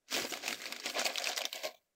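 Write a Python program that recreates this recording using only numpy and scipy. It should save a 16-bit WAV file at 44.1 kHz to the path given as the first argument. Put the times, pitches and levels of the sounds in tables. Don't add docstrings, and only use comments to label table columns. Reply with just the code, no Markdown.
import sys
import numpy as np
from scipy import signal
from scipy.io import wavfile
from scipy.ndimage import uniform_filter1d

SR = 44100
rng = np.random.default_rng(int(sys.argv[2]) if len(sys.argv) > 2 else 0)


def wav_out(sig):
    wavfile.write(sys.argv[1], SR, np.round(np.clip(np.atleast_2d(sig).T, -1, 1) * 32767).astype(np.int16))


N = 85995
T = np.arange(N) / SR
SHORT = T[:2048]


def amp(db):
    return 10 ** (np.asarray(db) / 20)


def unit(x):
    return x / np.sqrt(np.mean(x ** 2) + 1e-20)


def add(mix, start_s, sound):
    part = mix[round(start_s * SR):][:len(sound)]
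    part += sound[:len(part)]


def through(x, response):
    return signal.oaconvolve(x, response / np.linalg.norm(response))[:len(x)]


def colour(x, points):
    hz, db = np.transpose(points)
    freqs = abs(np.fft.fftfreq(4096, 1 / SR))
    log_gain = np.log(amp(np.interp(np.log(freqs + 1), np.log(hz), db)))
    spectrum = np.exp(np.conj(signal.hilbert(log_gain)))
    return through(x, np.fft.ifft(spectrum).real[:len(SHORT)])


def burst(decay_s, t):
    return rng.choice([-1., 1.], len(t)) * np.exp(-t / decay_s)


def ringing(x, notes, fade_s):
    decay = np.exp(-np.log(1000) * T / fade_s)
    tones = sum(amp(db) * np.cos(2 * np.pi * hz * T) for hz, db in notes)
    return signal.fftconvolve(x, 2 * tones * decay / decay.sum())[:N]


# (frequency [Hz], relative level [dB])
AIR_TONE = [(20, 4), (65, -7), (130, -7), (400, -3.5), (630, -7), (950, -14), (1500, -9.5), (3000, -16.5),
            (7000, -14), (13000, -22), (16000, -29.5)]
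def garden_air():
    return amp(-86) * unit(colour(rng.standard_normal(N), AIR_TONE))


def hedge_echo(x, fade_s=0.11):
    return amp(-16.5) * through(x, burst(fade_s / np.log(1000), T))


# (time [s], level [dB])
GUST_LEVELS = [(.07, -100), (.14, -65), (.225, -51), (.29, -71), (.335, -71), (.405, -72.5), (.45, -72),
               (.54, -65), (.64, -72), (.73, -69), (.8, -92), (.87, -71), (.94, -77.5), (1.0, -74.5),
               (1.065, -67), (1.12, -100), (1.55, -100), (1.665, -81), (1.76, -100)]
# (frequency [Hz], relative level [dB])
GUST_TONE = [(25, -24), (50, -16), (90, -1.5), (108, -2), (135, -12.5), (180, 1), (300, -23)]
def billow():
    gusts = unit(colour(rng.standard_normal(N), GUST_TONE))
    return gusts * amp(np.interp(T, *np.transpose(GUST_LEVELS)))


# (pitch [Hz], gain [dB])
PLANTER_NOTES = [(244, -4), (282, -9), (532, -10), (660, -13.5), (742, -14), (1165, -17.5), (1505, -18),
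                 (2260, -12.5)]
def planter_ring(x):
    return ringing(x, PLANTER_NOTES, fade_s=.14)


# (pitch [Hz], gain [dB])
POCKET_NOTES = [(625, -3), (727, -5), (960, -12), (1070, -12), (2225, -9), (2350, -10), (2610, -10)]
def pocket_ring(x):
    return ringing(x, POCKET_NOTES, fade_s=.22)


def soften_band(x, dip_hz=1830, share=.65):
    notched = signal.lfilter(*signal.iirnotch(dip_hz, Q=7, fs=SR), x)
    return x + share * (notched - x)


# (frequency [Hz], relative level [dB])
DEEP_TONE = [(150, -7.5), (260, -8), (420, -5), (640, 2.5), (800, -5), (1070, -0.5), (1270, -16),
             (1540, -2), (1820, -4), (2290, 3), (2480, -3.5), (2660, 1.5), (2900, 1), (3450, -0.5),
             (3750, 0.5), (4200, 1), (5200, -0.5), (6300, -2.5), (8500, -2.5), (11000, 0), (14500, 5.5),
             (16000, -0.5)]
def deep_walls(x):
    return amp(0.5) * colour(x, DEEP_TONE)


# (time [s], length [s], level [dB])
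SCUFFS = [(1.707, 0.024, -60), (1.743, 0.011, -54), (1.748, 0.048, -66.5)]
# (frequency [Hz], relative level [dB])
SCUFF_TONE = [(400, -17), (560, -8), (640, 13), (730, -2), (1000, -22), (1900, -26), (2150, -19),
              (2330, 0.5), (2550, -15.5), (2800, -14), (3450, 0), (4250, -7), (5000, -31), (6100, -8),
              (7400, -20.5), (9000, -32), (12500, -33), (14500, -9), (16000, -14)]
def settling():
    level = sum(amp(db) * np.sin(np.pi * np.clip((T - s) / length, 0, 1)) for s, length, db in SCUFFS)
    return level * unit(colour(rng.standard_normal(N), SCUFF_TONE))


# (time [s], length [s], pitch [Hz], level [dB])
FINGER_SQUEAKS = [(0.295, 0.011, 5780, -40.5), (0.303, 0.015, 6930, -41)]
def squeaks(jitter=.045):
    out = np.zeros(N)
    for s, length, hz, db in FINGER_SQUEAKS:
        wobble = unit(uniform_filter1d(rng.standard_normal(len(SHORT)), 16))
        pitch_hz = hz * (1 + jitter * wobble)
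        swell = np.sin(np.pi * np.minimum(SHORT / length, 1))
        add(out, s, amp(db) * swell * np.sin(2 * np.pi * np.cumsum(pitch_hz) / SR))
    return out


# (time [s], pitch [Hz], level [dB])
PANEL_POPS = [(.176, 750, -36.5), (.247, 524, -34), (.319, 349, -37), (.502, 334, -47), (.964, 620, -32.5),
              (1.297, 713, -33.5), (1.649, 616, -32)]
def pops(swell_s=0.0033):
    out = np.zeros(N)
    swell = (SHORT / swell_s * np.exp(1 - SHORT / swell_s)) ** 2
    for s, hz, db in PANEL_POPS:
        add(out, s, amp(db) * swell * np.sin(2 * np.pi * hz * SHORT))
    return out


def patch_ring(hz, cycles, rise_s=.0001):
    motion = np.sin(2 * np.pi * hz * SHORT) * np.exp(-SHORT * hz / cycles)
    motion *= 1 - np.exp(-SHORT / rise_s)
    return np.diff(motion, prepend=0) * SR / (2 * np.pi * hz)


def creases(per_s=3200, low_hz=844, high_hz=8520, pitches=28):
    rings, ticks = np.zeros(N), np.zeros(N)
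    for hz in np.linspace(low_hz, high_hz, pitches):
        at = np.flatnonzero(rng.random(N) < per_s / pitches / SR)
        flips = np.zeros(N)
        flips[at] = rng.choice([-1, 1], N)[at]
        flips[at] *= amp(4.6 * np.minimum(rng.exponential(1, N)[at], 2.7))
        flips += amp(-2.5) * through(flips, burst(0.0053, SHORT))
        rings += through(flips, patch_ring(hz, cycles=1.1))
        ticks += through(flips, burst(.0004, SHORT))
    slide = amp(-6) * rng.standard_normal(N)
    return unit(rings) + slide, unit(ticks) + slide


# (time [s], crinkle [dB], fizz [dB], hollow [dB], flap [dB])
PUSHES = [(0.05, -93, -105, -91, -100), (0.1, -52, -62, -72, -69.5), (0.131, -35, -43.5, -55, -47),
          (0.18, -35.5, -41.5, -39.5, -41), (0.225, -42.5, -48, -53, -49.5), (0.255, -44.5, -52, -40, -48),
          (0.289, -52, -48, -68.5, -64), (0.331, -44.5, -48, -44.5, -50), (0.409, -51.5, -63, -57.5, -60),
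          (0.463, -41, -51, -48.5, -54.5), (0.53, -44, -48.5, -52, -47), (0.57, -52, -57, -60.5, -59.5),
          (0.665, -47, -56.5, -55, -61.5), (0.7, -49, -57, -52, -54.5), (0.79, -51, -64, -59, -62),
          (0.831, -50, -60, -66, -58), (0.86, -37.5, -52.5, -40, -47), (0.928, -49.5, -51.5, -58, -58),
          (0.97, -41, -54, -36, -49), (0.998, -34, -50, -41, -44.5), (1.038, -42, -52, -52, -55.5),
          (1.064, -42.5, -38.5, -40, -47.5), (1.099, -43.5, -56, -45, -54.5),
          (1.145, -49, -55.5, -51, -61.5), (1.25, -42, -54.5, -47, -66), (1.295, -38, -44, -41.5, -52.5),
          (1.346, -48, -69.5, -54.5, -66), (1.379, -45.5, -40, -46, -83), (1.43, -49, -72.5, -54, -57.5),
          (1.465, -50, -56.5, -45.5, -54.5), (1.503, -60.5, -65.5, -75, -92.5),
          (1.551, -46, -54, -47.5, -52), (1.616, -52, -59.5, -53, -70), (1.651, -36.5, -45.5, -38.5, -43),
          (1.701, -57, -66, -52.5, -61), (1.772, -88.5, -81, -79, -87), (1.82, -87.5, -83, -84, -99.5)]
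# (frequency [Hz], relative level [dB])
CRINKLE_TONE = [(500, -17.5), (850, -12.5), (1170, -4.5), (1380, -2), (1540, 4), (1800, 6.5), (2280, 3.5),
                (2620, 1), (3100, -0.5), (4600, -0.5), (6800, -4.5), (8400, -15), (10000, -43.5),
                (16000, -24)]
FIZZ_TONE = [(4000, -60), (7500, 12.5), (9000, 7), (10300, 3.5), (12500, 7.5), (14800, 6.5), (16000, 8.5)]
HOLLOW_TONE = [(150, -62.5), (260, -31), (400, -11.5), (520, 1.5), (750, 3.5), (870, -8), (1050, -4.5),
               (1350, -12.5), (2400, -13.5), (6000, -51)]
FLAP_TONE = [(25, -48.5), (60, -33), (90, -30), (130, -26), (200, -11), (238, 1), (310, -0.5), (420, 0),
             (600, -12.5), (900, -37), (1200, -27.5), (1700, -14), (3000, -52)]
def rustle(fade_db_per_s=129):
    times, crinkle, fizz, hollow, flap = np.transpose(PUSHES)
    rings, ticks = creases()
    layers = [(rings, CRINKLE_TONE, crinkle + 0.5), (ticks, FIZZ_TONE, fizz - 2),
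              (ticks, HOLLOW_TONE, hollow - 2), (ticks, FLAP_TONE, flap - 1.5)]
    swarm = sum(unit(colour(x, tone)) * amp(np.interp(T, times, db)) for x, tone, db in layers)
    still_s = abs(T - np.clip(T, times[0], times[-1]))
    return swarm * amp(-fade_db_per_s * still_s)


# (time [s], level [dB], pitch [Hz], extra crack [dB], extra knock [dB])
FOLD_SNAPS = [(0.085,-41,2850,1,-20), (0.1172,-32,2740,2,4), (.127,-28,2330,10,14), (0.1412,-20.5,2530,2,3),
              (.1508,-18.5,4150,-7,-12), (.1658,-21,3760,4,-2), (.1795,-23,2700,5,14),
              (.1867,-36,2260,13,17), (0.1989,-39,2740,19.5,1), (0.2206,-28.5,5000,7.5,4),
              (0.2428,-21,5240,-14,1), (0.252,-29,4200,7.5,-9), (.3236,-30.5,4460,10.5,11.5),
              (0.3378,-19.5,2100,-2,-19), (.352,-33,2630,1,-3), (.373,-30,2500,4,12),
              (0.4373,-27,2370,-13,11), (0.4625,-21.5,3900,-5.5,4), (0.4796,-23.5,2570,9.5,-15),
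              (0.4882,-28.5,3770,7,-18), (.5088,-20,2250,-2.5,3), (0.5277,-20,1850,2,-10),
              (0.544,-25.5,3700,-1,3), (0.618,-42.5,3520,18,-4), (0.6399,-25,1860,-4.5,-25),
              (0.6565,-24,4060,0.5,6.5), (.665,-25,2280,-4,-10), (.724,-23,3500,7,6),
              (0.764,-31.5,2520,6,-23), (0.7998,-25.5,4700,-1,-5), (0.859,-23.5,2570,8.5,-2),
              (.866,-18.5,2310,-13,-14), (0.8996,-29,5000,10,8), (.9492,-23.5,2280,-15,4),
              (.9617,-25,2270,-17,10), (0.968,-26,3540,-14,3), (0.984,-21,2160,0,7), (.9925,-21.5,3930,0,0),
              (0.9952,-11.5,6170,-11,-8), (1.0155,-25.5,1500,5,22.5), (1.0245,-21,4470,-12,10),
              (1.0498,-16,6760,-6,-1), (1.0543,-15.5,4600,1.5,3.5), (1.0631,-22.5,2410,9,-6),
              (1.0659,-23,2580,6,10), (1.0708,-24,2630,5.5,16.5), (1.0983,-28.5,3800,-2,8.5),
              (1.1572,-15.5,3080,-6.5,-6), (1.1759,-27,2560,6.5,-7), (1.1822,-9.5,3720,-6.5,-15.5),
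              (1.1985,-20,6280,-9,5.5), (1.2204,-28.5,2250,6.5,8.5), (1.2422,-13,4930,-7.5,-15),
              (1.257,-25,2930,5,-10), (1.2717,-17.5,2400,2,-13), (1.29,-16,5810,-9,-3),
              (1.2978,-18.5,3780,-14,3), (1.3168,-22,3350,-3,-2.5), (1.3236,-24,3800,-11.5,-2.5),
              (1.3323,-19,3660,-7.5,-3), (1.3643,-14,5360,-24,-36), (1.371,-23,5000,3,8.5),
              (1.3774,-22.5,6980,9,11), (1.3899,-21,4000,-1.5,1.5), (1.4081,-20.5,3280,-6,10.5),
              (1.4125,-27,3450,-8,-2), (1.4172,-25,3050,6.5,13.5), (1.439,-25,2220,-12,-4),
              (1.4533,-17.5,3460,4.5,7), (1.5288,-25.5,2560,8.5,-2.5), (1.555,-24,6960,-2.5,4),
              (1.5588,-18.5,6650,-7.5,-5.5), (1.578,-29,2840,-1,-6), (1.6349,-27.5,3630,2,-1),
              (1.673,-23.5,4010,-5,-0.5)]
# (frequency [Hz], relative level [dB])
CRACK_TONE = [(120, -43.5), (300, -13.5), (1200, 2.5), (2400, 7.5), (6500, 3.5), (10000, -11),
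              (14500, -8.5), (16000, -16)]
def snaps(rise_s=0.00015, crack_s=0.0018, scatter_s=0.0032):
    out = np.zeros(N)
    click = signal.unit_impulse(len(SHORT))
    rise = 1 - np.exp(-SHORT / rise_s)
    for s, db, hz, crack_db, knock_db in FOLD_SNAPS:
        ring = amp(-3) * patch_ring(hz, cycles=1.9)
        raw_crack = amp(6.5) * click + rise * burst(crack_s, SHORT)
        crack = amp(crack_db - 10.5) * colour(raw_crack, CRACK_TONE)
        knock = amp(knock_db - 7) * colour(click, HOLLOW_TONE)
        snap = ring + crack + knock
        scatter = burst(scatter_s, SHORT) * (1 - np.exp(-SHORT / crack_s))
        add(out, s, amp(db) * (snap + amp(-5) * through(snap, scatter)))
    return out


def scene(deep_from_s=1.38, deep_by_s=1.52):
    sheet = soften_band(rustle() + snaps()) + pops() + squeaks()
    depth = np.clip((T - deep_from_s) / (deep_by_s - deep_from_s), 0, 1)
    deep = deep_walls(depth * sheet) + settling()
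    sheet = (1 - depth) * sheet + deep
    near = sheet + planter_ring(sheet) + pocket_ring(deep) + billow()
    return (near + hedge_echo(near) + garden_air())[None]


def record(dry, cutoff_hz=15780):
    low_pass = signal.firwin(401, cutoff_hz, window=("kaiser", 8), fs=SR)
    return signal.oaconvolve(dry, low_pass[None], "same")


dry = scene()
out = record(dry)
wav_out(out)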